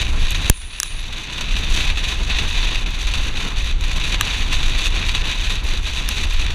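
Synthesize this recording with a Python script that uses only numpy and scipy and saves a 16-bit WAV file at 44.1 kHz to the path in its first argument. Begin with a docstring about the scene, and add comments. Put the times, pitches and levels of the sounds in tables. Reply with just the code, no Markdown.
"""Grit crunches in time with a trot as a horse pulls a light two-wheeled cart along a track.
Tyres crush the grit and hooves scuff it, all heard through the plastic case of a camera on the cart.
Flung stones crack against the case; the hardest makes the gain control duck for about a second,
while a thin whistle wavers. Underneath, a headwind buffets the microphone."""
import sys
import numpy as np
from scipy import signal
from scipy.fft import rfft, irfft, next_fast_len
from scipy.io import wavfile
from scipy.ndimage import map_coordinates

SR = 44100
rng = np.random.default_rng(int(sys.argv[2]) if len(sys.argv) > 2 else 0)


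def generate_wav(sig):
    """Save sig (samples, or channels by samples) to the path in sys.argv[1] as 16-bit PCM at SR."""
    pcm = np.round(np.clip(np.atleast_2d(sig).T, -1, 1) * 32767).astype(np.int16)
    wavfile.write(sys.argv[1], SR, pcm)


N = 288414

# looser and firmer stretches of track: (time [s], relative crunch level [dB])
TRACK_CRUNCH = [(0.0, -21), (0.08, -34), (0.34, -27), (1.67, -29.0), (1.78, -21), (1.95, -28.5),
                (2.09, -26.5), (2.23, -29.5), (2.4, -24), (2.5, -29.5), (2.64, -21.5), (2.86, -33.5),
                (3.09, -29), (3.79, -31), (4.04, -25.5), (5.52, -26), (5.62, -27.5), (6.54, -30)]
# bumps that lift the tyres off the grit: (time [s], half-length [s], crunch drop [dB])
TRACK_BUMPS = [(0.672, 0.025, 7), (1.107, 0.016, 6), (2.255, 0.012, 6), (2.847, 0.011, 3.5),
               (3.77, 0.044, 6.5), (3.947, 0.012, 9), (4.177, 0.015, 9), (4.894, 0.017, 5),
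               (5.232, 0.008, 11), (5.633, 0.023, 8), (5.82, 0.018, 4.5)]
# hooves that scuff harder than the rest: (time [s], relative strength [dB], rise [s])
HOOF_SCUFFS = [(0.308, -10, .004), (0.346, -9.5, .001), (0.41, -9, .01), (0.715, -9, .015),
               (0.90, -9, .015), (1.025, -8, .012), (1.409, -10, .001), (1.565, -11, .001),
               (1.972, -7.5, .001), (2.037, -7.5, .002), (2.075, -5, .012), (2.295, -3.5, .008),
               (2.385, -7, .001), (2.67, -6, .015), (2.860, -12.5, .001), (3.069, -9.5, .001),
               (3.137, -8.5, .001), (3.40, -9, .015), (3.66, -10, .015), (4.32, -7, .012),
               (4.526, -5, .001), (4.775, -4, .018), (5.147, -6, .002), (5.27, -6, .01), (5.395, -6, .015),
               (5.435, -5, .012), (5.495, -6, .008), (5.86, -4, .012), (5.955, -7, .012)]
# broad tone of crushed grit: (frequency [Hz], spectral level [dB])
GRIT_SPECTRUM = [(100, -21.5), (350, -8.5), (700, -8), (1300, -6), (1650, -2), (2200, -3), (3300, 0.5),
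                 (4300, -3), (5100, -10.5), (7000, -12.5), (8500, -17), (10000, -16), (12500, -26),
                 (15500, -33)]
# air resonances of the case: (frequency [Hz], width [Hz], boost [dB])
CASE_RESONANCES = [(1019, 82, 7.5), (1920, 250, 3), (2538, 496, 9.5), (2960, 340, 3.5), (3558, 305, 8.5),
                   (3855, 325, 9.5), (4466, 380, 4.5), (6010, 610, 9.5), (6625, 350, 8.5), (7620, 570, 3.5)]
# stones hitting the case: (time [s], relative level [dB], knock trim [dB], top-octave trim [dB])
STONE_HITS = [(0.3070, -11, -14, 6), (0.3205, -18, -8, 2), (0.4980, 20, -12, 3.5), (0.801, 10.5, -13.5, -3),
              (0.8313, 6.5, -9, -5), (1.4100, -23, -2, -3), (2.907, -26, -14, 1), (3.138, -24, 3, -5),
              (3.6465, -28, -13.5, 4), (3.8110, -20, -10, -2), (4.2103, -2, 1.5, 3), (4.531, -19, 8, -10),
              (5.6410, -26, -16, 7), (6.0892, -4.5, -8, -2), (6.335, -24, -10, 4), (6.4650, -26, 12, -5)]
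# tone of a stone's crack: (frequency [Hz], spectral level [dB])
CRACK_SPECTRUM = [(1000, -25), (4300, -15.5), (5800, -0.5), (7200, -0.5), (8600, -7), (12000, -9),
                  (15000, -18.5), (18000, -34)]
# modes of the struck case: (frequency [Hz], relative level [dB], t60 [s])
KNOCK_MODES = [(1200, -7, 0.012), (1654, -2.5, 0.011), (2430, -2, 0.0057), (2810, -2.5, 0.012),
               (3330, -3, 0.0076), (3920, -8, .016), (5770, -6, 0.011), (7400, -27, 0.043)]
# gusts of headwind: (time [s], relative buffet level [dB], relative rush level [dB])
HEADWIND = [(0.0, -16.1, -35.5), (0.89, -24, -39), (0.97, -20, -37.5), (1.28, -28, -37.5),
            (1.73, -16.0, -35.5), (2.14, -22, -34.5), (2.37, -18, -35), (2.95, -23.5, -39),
            (3.06, -19, -35.5), (3.51, -24.5, -33), (3.59, -18, -38.5), (4.31, -21.4, -34.5),
            (4.59, -16.5, -35.5), (4.78, -20, -36), (6.16, -21, -36), (6.54, -15.5, -39)]
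# rumble of slow eddies: (frequency [Hz], spectral level [dB])
BUFFET_SPECTRUM = [(6, -22.5), (14, -4), (26, 2), (38, -4), (60, -9.5), (82, -14.5), (115, -25.5),
                   (250, -46.5), (1000, -120)]
# rush of small eddies: (frequency [Hz], spectral level [dB])
RUSH_SPECTRUM = [(50, -16), (110, -0.5), (170, -3), (300, -8), (600, -17.5), (1000, -14), (1600, -16),
                 (3000, -15.5), (6000, -77), (14000, -120)]
# contour of the thin whistle: (time [s], pitch [Hz], relative level [dB])
WHISTLE_CONTOUR = [(0.51, 9700, -49), (0.55, 9700, -21.5), (0.65, 9800, -29), (0.76, 9900, -33.5),
                   (0.87, 10000, -26), (0.95, 9500, -33), (1.01, 10700, -34), (1.06, 10000, -83)]

STEP_HZ, FIRST_FLIGHT_S = 4.4, 0.14  # the trot: two steps to a stride, a short flight between steps


def wheels(clumps_per_s=130, crumble_s=0.005, clump_size=0.45, trim_db=1.1):
    """Tyres break clumps of grit that give way at once and crumble; the crunch surges with each step."""
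    track_db, = curves(TRACK_CRUNCH)
    pull_db = -0.25 * stride(peak_s=0.42)  # one pair of legs pulls harder
    trot_db = pull_db - tyre_lift_db() + 0.78 * wobble(28)
    breaks = (rng.random(N) < clumps_per_s / SR) * rng.uniform(0.59, 1.85, N)
    clumps = signal.lfilter([1], [1, -np.exp(-1 / (crumble_s * SR))], breaks)
    force = unit((1 + clump_size * clumps) * amp(wobble(240)))
    return crunch(amp(track_db + trot_db + trim_db) * force, flicker_db=1.63)


def tyre_lift_db(flight_half_s=0.044, flight_db=3.5, unload_s=0.0088, unload_db=1.5):
    """The crunch drops as the tyres lose weight: between steps, over bumps and before hard footfalls."""
    t = np.arange(N) / SR
    steps = (t - FIRST_FLIGHT_S) * STEP_HZ
    flights = bell((steps - np.round(steps)) / STEP_HZ, flight_half_s)
    bumps_db = sum(db * bell(t - s, half_s) for s, half_s, db in TRACK_BUMPS)
    footfalls = sum(bell(t - s + unload_s, unload_s) for s, _, _ in HOOF_SCUFFS)
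    return flight_db * flights + bumps_db + unload_db * footfalls


def hooves(slide_t60=0.13, strike_t60=0.017, trim_db=-12.5):
    """Each hoof strikes the grit or sinks in softly, then slides to rest."""
    force, t = np.zeros(N), np.arange(SR // 4) / SR
    scuff = amp(-60 * t / slide_t60) + amp(-60 * t / strike_t60)
    for s, db, rise_s in HOOF_SCUFFS:
        add(force, s, amp(db + trim_db) * scuff * (1 - np.exp(-t / rise_s)))
    return crunch(force, flicker_db=2.0)


def crunch(force, flicker_db, crossover_hz=5000):
    """Grit crushed under a varying force rings the case; sharper and duller patches pass by."""
    lowpass = signal.butter(2, crossover_hz, 'low', fs=SR)
    highpass = signal.butter(2, crossover_hz, 'high', fs=SR)
    coarse = signal.lfilter(*lowpass, grains(per_s=4000, spread_db=5.5, sand_db=-3.5))
    sharpness = amp(flicker_db * (wobble(22) + wobble(110) - 1.09))
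    fine = signal.lfilter(*highpass, grains(per_s=1500, spread_db=4.5, sand_db=-1)) * sharpness
    ring = coloured(signal.unit_impulse(SR // 20), grit_through_case)
    return signal.fftconvolve(force * unit(coarse + fine), ring / np.linalg.norm(ring))[:N]


def grains(per_s, spread_db, sand_db):
    """Tiny fractures of uneven size over a hiss of fine sand, rms 1."""
    sizes = amp(spread_db * np.clip(rng.standard_normal(N), -2, 2)) * rng.choice([-1, 1], N)
    fractures = unit(sizes * (rng.random(N) < per_s / SR))
    return unit(fractures + amp(sand_db) * rng.standard_normal(N))


def grit_through_case(hz):
    """EQ curve in dB: the air in the case adds resonant peaks to the broad tone of the grit."""
    peaks = sum((amp(db) ** 2 - 1) / (1 + (2 * (hz - centre) / width) ** 2) ** 2
                for centre, width, db in CASE_RESONANCES)
    return along(GRIT_SPECTRUM, hz) + 10 * np.log10(1 + peaks)


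def stones(crack_t60=0.0053, crack_trim_db=-4.5, knock_trim_db=-2, knock_rise_s=0.00037):
    """Each stone makes a bright crack on the case and knocks its modes into ringing."""
    track, t = np.zeros(N), np.arange(SR // 10) / SR
    contact = amp(-60 * t / crack_t60)
    for s, db, knock_db, edge_db in STONE_HITS:
        shelf = [(9000, 0), (12000, edge_db)]  # small, hard stones are sharper
        burst = contact * rng.standard_normal(len(t))
        crack = coloured(burst, lambda hz: along(CRACK_SPECTRUM, hz) + along(shelf, hz))
        crack *= amp(crack_trim_db) * np.linalg.norm(contact) / np.linalg.norm(crack)
        ring = sum(amp(mode_db + rng.normal(0, 1) - 60 * t / t60)
                   * np.sin(2 * np.pi * (hz * t + rng.random())) for hz, mode_db, t60 in KNOCK_MODES)
        knock = amp(knock_db + knock_trim_db) * ring * (1 - np.exp(-t / knock_rise_s))
        add(track, s, amp(db) * (crack + knock))
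    return track


def case_thump(at_s=0.5, gain_db=19, push_s=0.0065, rise_s=0.0015):
    """The case wall gives under the hardest stone and shoves the air inside: pressure, then suction."""
    track, t = np.zeros(N), np.arange(SR // 10) / SR
    push = (1 - t / push_s) * np.exp(-t / push_s) * (1 - np.exp(-t / rise_s))
    add(track, at_s, amp(gain_db) * push)
    return track


def wind(buffet_trim_db=1.54, rush_trim_db=2.0):
    """Slow eddies shake the microphone; smaller ones rush over the case in flurries."""
    buffet_db, rush_db = curves(HEADWIND)
    sway_db = 0.1 * stride(peak_s=0.051)  # the cart sways into the wind once a stride
    buffet = amp(buffet_db + buffet_trim_db + sway_db) * noise(BUFFET_SPECTRUM)
    flurries = unit(amp(2.06 * wobble(50) + 1.6 * wobble(9)) * noise(RUSH_SPECTRUM))
    return buffet + amp(rush_db + rush_trim_db) * flurries


def whistle(half_width_hz=720, waver_hz=110, tone_db=-7, trim_db=-6):
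    """A thin tone inside a band of hiss wavers in pitch, with fainter ones below and above it."""
    pitch_hz, db = curves(WHISTLE_CONTOUR)
    lowpass = signal.butter(4, half_width_hz, fs=SR, output='sos')
    hiss = unit(signal.sosfilt(lowpass, rng.standard_normal((2, N))))
    phase = 2 * np.pi * np.cumsum(pitch_hz + waver_hz * wobble(45)) / SR
    partials = np.exp(1j * phase) + amp(-11) * np.exp(0.71j * phase) + amp(-26) * np.exp(1.45j * phase)
    breathy = (hiss[0] + 1j * hiss[1] + amp(tone_db)) * partials  # centres the hiss on each partial
    return amp(db + trim_db) * unit(np.real(breathy))


def gain_control(x, threshold_db=-5, release_db_per_s=12, window_s=0.01):
    """An overload ducks the gain at once; it then creeps back up."""
    size = round(window_s * SR)
    power = signal.fftconvolve(x[0] ** 2, np.ones(size) / size)[:N]
    over_db = np.maximum(10 * np.log10(np.abs(power) + 1e-12) - threshold_db, 0)
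    release_db = release_db_per_s * np.arange(N) / SR
    duck_db = np.maximum.accumulate(over_db + release_db) - release_db
    return x * amp(-duck_db)


def stride(peak_s):
    """A swing between -1 and 1, once every two steps."""
    return np.cos(np.pi * STEP_HZ * (np.arange(N) / SR - peak_s))


def bell(offset_s, half_s):
    """A bell curve of height 1 at zero offset."""
    return np.exp(-(offset_s / half_s) ** 2)


def amp(db):
    """Decibels to gain."""
    return 10 ** (np.asarray(db) / 20)


def unit(x):
    """Scale to rms 1."""
    return x / np.sqrt(np.mean(x ** 2) + 1e-20)


def along(points, hz):
    """Read an EQ curve on a log frequency axis."""
    point_hz, db = np.transpose(points)
    return np.interp(np.log(hz + 1), np.log(point_hz + 1), db)


def curves(rows):
    """An automation curve for each column after the time."""
    times, *columns = np.transpose(rows)
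    return [np.interp(np.arange(N) / SR, times, column) for column in columns]


def wobble(rate):
    """A smooth random curve, rate knots a second."""
    return map_coordinates(rng.standard_normal(int(N * rate / SR) + 4), [np.arange(N) * rate / SR])


def coloured(x, shape):
    """Minimum-phase EQ whose gain in dB is shape(Hz)."""
    size = 2 * next_fast_len(len(x) // 2 + SR // 8)
    cepstrum = irfft(np.log(amp(shape(np.fft.rfftfreq(size, 1 / SR)))))
    cepstrum[1:size // 2] *= 2
    cepstrum[size // 2 + 1:] = 0
    return irfft(rfft(x, size) * np.exp(rfft(cepstrum)))[:len(x)]


def noise(spectrum):
    """Noise of rms 1 with the given spectrum."""
    return unit(coloured(rng.standard_normal(N), lambda hz: along(spectrum, hz)))


def add(track, s, sound):
    """Mix a sound into the track at time s."""
    start = max(0, round(s * SR))
    track[start:start + len(sound)] += sound[:N - start]


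def scene():
    """Everything reaches one microphone on the cart."""
    return (wheels() + hooves() + wind() + stones() + case_thump() + whistle())[None]


def record(dry):
    """The gain control ducks, the hardest cracks clip, and a steep low-pass trims the top."""
    clipped = np.clip(gain_control(dry), -.96, .96)
    return signal.sosfilt(signal.ellip(10, .2, 80, 15300, fs=SR, output='sos'), clipped)


dry = scene()
out = record(dry)
generate_wav(out)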